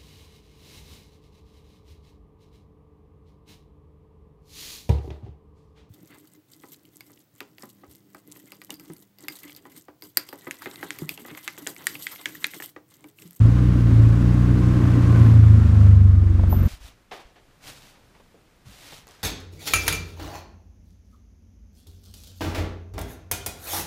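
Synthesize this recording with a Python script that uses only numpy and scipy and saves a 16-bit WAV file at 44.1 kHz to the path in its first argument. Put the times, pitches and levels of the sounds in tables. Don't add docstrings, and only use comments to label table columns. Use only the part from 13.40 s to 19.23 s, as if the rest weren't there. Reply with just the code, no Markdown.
import sys
import numpy as np
from scipy.fft import rfft, irfft, next_fast_len
from scipy.io import wavfile
from scipy.ndimage import map_coordinates

SR = 44100
rng = np.random.default_rng(int(sys.argv[2]) if len(sys.argv) > 2 else 0)


def to_wav(s):
    ch = np.atleast_2d(s).T
    pcm = np.round(np.clip(ch, -1, 1) * 32767)
    wavfile.write(sys.argv[1], SR, pcm.astype(np.int16))


N = 257103


def amp(db):
    return 10 ** (np.asarray(db) / 20)


def unit(x):
    return x / np.sqrt(np.mean(x ** 2) + 1e-20)


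def clock():
    return np.arange(N) / SR


def curve(points):
    return np.interp(clock(), *np.transpose(points))


def bell(x, centre, width):
    return np.exp(-((x - centre) / width) ** 2)


def wobble(rate):
    return map_coordinates(rng.standard_normal(int(N * rate / SR) + 4), [clock() * rate])


def filtered(x, response):
    size = next_fast_len(N + SR // 2)
    return irfft(rfft(x, size) * response(np.fft.rfftfreq(size, 1 / SR)), size)[:N]


def noise(spectrum):
    hz, db = np.transpose(spectrum)
    colour = lambda f: amp(np.interp(np.log(f + 1), np.log(hz), db))
    return unit(filtered(rng.standard_normal(N), colour))


def strike(start, t60, attack):
    age = np.maximum(clock() - start, 0)
    return amp(-60 * age / t60) * (1 - np.exp(-age / attack))


def resonances(x, modes, edge_hz):
    body = lambda f: sum((-1) ** k * amp(db) * 1j * f * width / (hz * hz - f * f + 1j * f * width)
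                         for k, (hz, width, db) in enumerate(modes))
    high_pass = lambda f: (f / edge_hz) ** 6 / (1 + (f / edge_hz) ** 6)
    return unit(filtered(x, lambda f: body(f) * high_pass(f) / (1 + (f / (3 * edge_hz)) ** 4)))


def surge_db(rate_hz, lope_hz=6.7, depth_db=3.5):
    fast = np.clip((rate_hz - 52) / 6, 0, 1)
    return -fast * (depth_db * np.cos(2 * np.pi * lope_hz * clock()) + 1.2)


def exhaust_boom(firings, rate_hz, outside, resonance_hz=52.1, half_width_hz=5.02):
    # multiple of the firing rate, level in dB, then gains in dB while booming,
    # out of the door and behind the door.
    orders = [(1, -17, -1.5, -11, 2.5), (1.5, -30.5, 6.5, 9, -0.5), (2, -19, 8, 1.5, -1.5),
              (3, -23.5, -4.5, -2, -13), (4, -38.5, 3, 4, -5), (4.5, -35, 2.5, 1, -10.5),
              (5, -31.5, -5, -6, -1), (7, -49, -6, -1, 13.5)]
    booming = 1 / (1 + ((rate_hz - resonance_hz) / half_width_hz) ** 6)
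    shadow = bell(clock(), 2.923, 0.2)
    surge = surge_db(rate_hz)
    out = np.zeros(N)
    for order, db, boom_db, outside_db, shadow_db in orders:
        level = db + boom_db * booming + outside_db * outside + shadow_db * shadow
        level += surge * (order >= 4) + 0.7 * wobble(22.07)
        level -= 6.5 * bell(order * rate_hz, 103.8, 1.8)
        lag = (order / 2) ** 2
        out += amp(level) * np.cos(2 * np.pi * order * firings - lag + 0.08 * wobble(22))
    return np.sqrt(2) * out


def exhaust_burble(firings, rate_hz, burble_db, scatter_db=3.0, jitter=0.013):
    # a cylinder's pulse strength in dB, its lateness as a share of one firing.
    cylinders = [(-2.5, 0.5185), (-5, 0.084), (-4, 0.046), (-3.5, -0.017), (-0.5, -0.041), (0, 0.035)]
    # frequency in Hz, bandwidth in Hz, level in dB.
    cabin_modes = [(186.4, 71, -15), (249, 43, -4.5), (283.5, 35.3, 1), (333.3, 22, -2), (354, 16, -4.5),
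                   (530, 37, -16.5)]
    number = np.arange(int(firings[-1]))
    db, late = np.array(cylinders)[number % len(cylinders)].T
    chance = rng.standard_normal((len(number), 2))
    onsets = np.searchsorted(firings, number + late + jitter * chance[:, 1])
    pulses = np.bincount(np.minimum(onsets, N - 1), amp(db + scatter_db * chance[:, 0]), N)
    level = burble_db - 0.5 + 0.35 * surge_db(rate_hz)
    return amp(level) * resonances(pulses, cabin_modes, edge_hz=163)


def bay_clatter(bay_db, throb):
    # frequency in Hz, spectral density in dB.
    spectrum = [(200, -27), (350, 4), (520, 4.5), (700, -2), (960, -3), (1200, -1.5), (1550, -4),
                (1900, -7.5), (2800, -13), (4500, -21.5), (8000, -36.5)]
    return amp(bay_db + 3.5 + 0.9 * throb + 0.85 * wobble(70)) * noise(spectrum)


def air_hiss(bay_db, throb):
    # frequency in Hz, spectral density in dB.
    spectrum = [(1500, -19), (3500, 4), (5000, 3.5), (6500, 3), (8500, -1), (10500, -6.5), (13500, -13.5),
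                (15000, -26)]
    level = -51.5 + 0.98 * (bay_db - bay_db.max())
    return amp(level + 0.29 * throb + 0.87 * wobble(90)) * noise(spectrum)


def ringing_panel(throb):
    # time in seconds, relative level in dB.
    levels = [(1.1, -47.5), (1.52, -38.5), (1.85, -37.5), (1.95, -50), (2.75, -55.5)]
    # frequency in Hz, bandwidth in Hz, level in dB.
    modes = [(1061, 40, 1.5), (1092, 45, -3), (1148, 45, -9)]
    level = curve(levels) - 2.5 + 1.7 * throb + 0.9 * wobble(45)
    return amp(level) * resonances(rng.standard_normal(N), modes, edge_hz=1000)


def alternator_whine(firings, bay_db, outside, order=26):
    level = bay_db - 20 + 11 * outside + 4.8 * wobble(18)
    return amp(level) * np.sin(2 * np.pi * order * firings + 1.3 * wobble(60))


def low_rumble(burble_db):
    # frequency in Hz, spectral density in dB.
    spectrum = [(12, -20.5), (25, -2.5), (45, -10.5), (80, -0.5), (110, -0.5), (150, -8.5), (250, -6),
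                (330, -18), (450, -28.5), (900, -61)]
    handling_db = 8 * bell(clock(), 1.87, 0.1)
    return amp(-24 + 0.45 * (burble_db - burble_db.max()) + handling_db) * noise(spectrum)


def engine():
    # time in seconds, firing rate in Hz.
    idle_speed = [(0.0, 53.09), (0.06, 56.01), (0.14, 59.96), (0.3, 60.48), (0.5, 56.49), (0.66, 55.62),
                  (0.77, 59.12), (1.1, 60.61), (1.38, 60.55), (1.7, 58.2), (2.1, 53.7), (2.3, 51.68),
                  (2.65, 48.34), (2.9, 46.56), (3.28, 44.81)]
    # time in seconds, listener's place from 0 in the cabin to 1 out of the door.
    places = [(1.05, 0.32), (1.55, 0.84), (2.0, 0.89), (2.98, 1), (3.27, 0.45)]
    # time in seconds, relative level in dB.
    burble_levels = [(0, -37), (.5, -29.5), (1.05, -31.5), (1.35, -26.5), (1.83, -28), (1.97, -35.5),
                     (2.45, -38.5), (2.6, -47.5), (3.26, -38.5)]
    bay_levels = [(0, -42), (1.15, -41), (1.5, -39), (1.85, -38.5), (2.0, -42), (2.45, -42.5),
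                  (2.56, -46.5), (2.76, -49.5), (3.26, -44)]
    rate_hz, outside, burble_db, bay_db = map(curve, (idle_speed, places, burble_levels, bay_levels))
    firings = 1.15 + np.cumsum(rate_hz) / SR
    throb = np.cos(2 * np.pi * firings)
    exhaust = exhaust_boom(firings, rate_hz, outside) + exhaust_burble(firings, rate_hz, burble_db)
    return (exhaust + bay_clatter(bay_db, throb) + air_hiss(bay_db, throb) + ringing_panel(throb)
            + alternator_whine(firings, bay_db, outside) + low_rumble(burble_db))


def door_knocks():
    # start in seconds, relative level in dB.
    knocks = [(2.82, -34), (2.994, -24.5), (3.035, -20), (3.126, -12.5), (3.14, -29.5)]
    # frequency in Hz, relative level in dB, 60 dB decay time in seconds.
    modes = [(378, -6, 0.29), (460, -5.5, .06), (616, -9, 0.14), (726, 2.5, 0.062), (850, 5.5, 0.033),
             (1063, 2, 0.028), (1270, -21, 0.016), (1760, -15, 0.037)]
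    crack = [(150, -11), (500, 8), (1100, -13), (2500, -33), (8000, -41)]
    out = np.zeros(N)
    for start, db in knocks:
        for k, (hz, mode_db, t60) in enumerate(modes):
            gain = (-1) ** k * amp(db + mode_db - 14.5 + rng.normal(0, 1.3))
            out += gain * strike(start, t60, 0.0004) * np.sin(2 * np.pi * hz * (clock() - start))
        out += amp(db - 4) * strike(start, t60=0.017, attack=0.00024) * noise(crack)
    return out


def squeal(hz=13885, start=3.08, rise_s=0.07, fall_db_per_s=170, flutter_db=7.5):
    age = clock() - start
    fade_db = fall_db_per_s * np.maximum(age - rise_s, 0)
    envelope = np.clip(age / rise_s, 0, 1) * amp(-37.5 - fade_db + flutter_db * wobble(65))
    return np.sqrt(2) * envelope * np.sin(2 * np.pi * np.cumsum(hz + 18 * wobble(120)) / SR)


def stroke(start, length, touch_db, lift_db, attack=0.007, t60=0.32):
    age = np.maximum(clock() - start, 0)
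    db = np.interp(age, [0, length], [touch_db, lift_db]) - 60 * np.maximum(age - length, 0) / t60
    return amp(db) * (1 - np.exp(-age / attack))


def broom():
    # start and length in seconds, levels in dB as the bristles touch and as they lift.
    strokes = [(3.273, .12, -40, -57.5), (3.396, .07, -57.5, -49.5), (3.713, .04, -52.5, -52),
               (3.79, 0.11, -57, -66), (4.203, .078, -60.5, -39.5), (4.318, 0.2, -54, -54),
               (5.249, .3, -55, -46), (5.57, .04, -56, -56.5), (5.67, .15, -56, -58.5)]
    # frequency in Hz, spectral density in dB.
    bristles = [(88, -2), (150, 4.5), (175, -9.5), (212, -22.5), (278, 1.5), (371, -10), (661, -3.5),
                (991, -6), (1200, -6.5), (3670, -4), (15000, -17.5)]
    powder = [(180, -60), (300, -9), (342, -15.5), (627, -12), (738, -8), (1940, -11), (5900, -17.5),
              (15000, -42)]
    db = 10 * np.log10(sum(stroke(*row) ** 2 for row in strokes) + 1e-20)
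    effort = np.clip((db + 61) / 8, 0, 1)
    rub = np.sqrt(effort) * noise(bristles) + np.sqrt(1 - effort) * noise(powder)
    return amp(db + 1.3 * wobble(500) + 1.3 * wobble(45)) * rub


def garage_air():
    # frequency in Hz, spectral density in dB.
    spectrum = [(12, -37), (20, 3.5), (92, -1), (223, -5.5), (310, -8), (1080, -16), (1170, -14.5),
                (1510, -16), (3860, -22), (15000, -33.5)]
    return amp(-59 + wobble(3.76)) * noise(spectrum)


def body_thuds():
    # start in seconds, relative level in dB, frequency in Hz, 60 dB decay time in seconds.
    pushes = [(3.311, -36, 63, 0.17), (3.334, -25.5, 55, 0.065), (3.408, -41.5, 48.6, 0.36),
              (3.446, -35.5, 59, 0.1), (3.851, -42.5, 42.8, 0.1), (5.254, -47, 138, 0.11),
              (5.267, -41.5, 106, 0.13), (5.284, -45, 190, .1), (5.29, -49, 55, 0.35),
              (5.525, -49, 153, 0.16)]
    return sum(amp(db + 4) * strike(start, t60, 0.003) * np.sin(2 * np.pi * hz * (clock() - start))
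               for start, db, hz, t60 in pushes)


def snow_plops():
    # start in seconds, level in dB, 60 dB decay time in seconds, upper edge in Hz.
    impacts = [(3.711, -35.5, 0.39, 5000), (3.956, -51, 0.26, 5050), (4.57, -58, .3, 3000),
               (4.746, -50.5, 0.14, 4000), (4.798, -47.5, 0.062, 4000), (4.943, -49.5, 0.19, 600),
               (5.522, -39, 0.069, 6000), (5.67, -53.5, 0.4, 2500)]
    # frequency in Hz, spectral density in dB.
    spectrum = [(88, -53), (150, -19), (280, -7), (342, -6), (404, 0.5), (627, -6.5), (713, -1),
                (1210, -8.5), (1400, -13), (1630, -10.5), (3210, -10), (12000, -30.5), (15600, -75),
                (22000, -120)]
    out = np.zeros(N)
    for start, db, t60, edge_hz in impacts:
        puff = unit(filtered(noise(spectrum), lambda f: 1 / (1 + (f / edge_hz) ** 2)))
        out += amp(db) * strike(start, t60, attack=0.0025) * puff
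    return out * amp(0.9 * wobble(300))


def ice_ticks():
    # start in seconds, relative level in dB, pitch in Hz.
    chips = [(5.67, -28.5, 1570), (5.679, -36.5, 6460), (5.688, -39, 11500), (5.71, -35.5, 6950),
             (5.718, -43, 9000)]
    out = np.zeros(N)
    for start, db, hz in chips:
        band = [(hz / 4, -14), (hz * 0.55, -9), (hz, 0), (hz * 1.2, -12), (hz * 2, -22)]
        out += amp(db - 3.5) * strike(start, t60=0.0072, attack=0.00027) * noise(band)
    return out


def scene(stop_s=3.279):
    running = np.clip((stop_s - clock()) / 0.004 + 0.5, 0, 1)
    idling = engine() + door_knocks() + squeal()
    sweeping = broom() + snow_plops() + body_thuds() + ice_ticks() + garage_air()
    return (running * idling + (1 - running) * sweeping)[None]


def record(dry, fade_s=0.006, top_hz=15300):
    fade = np.clip(clock() / fade_s, 0, 1)
    return filtered(dry[0] * fade, lambda hz: hz < top_hz)[None]


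dry = scene()
out = record(dry)
to_wav(out)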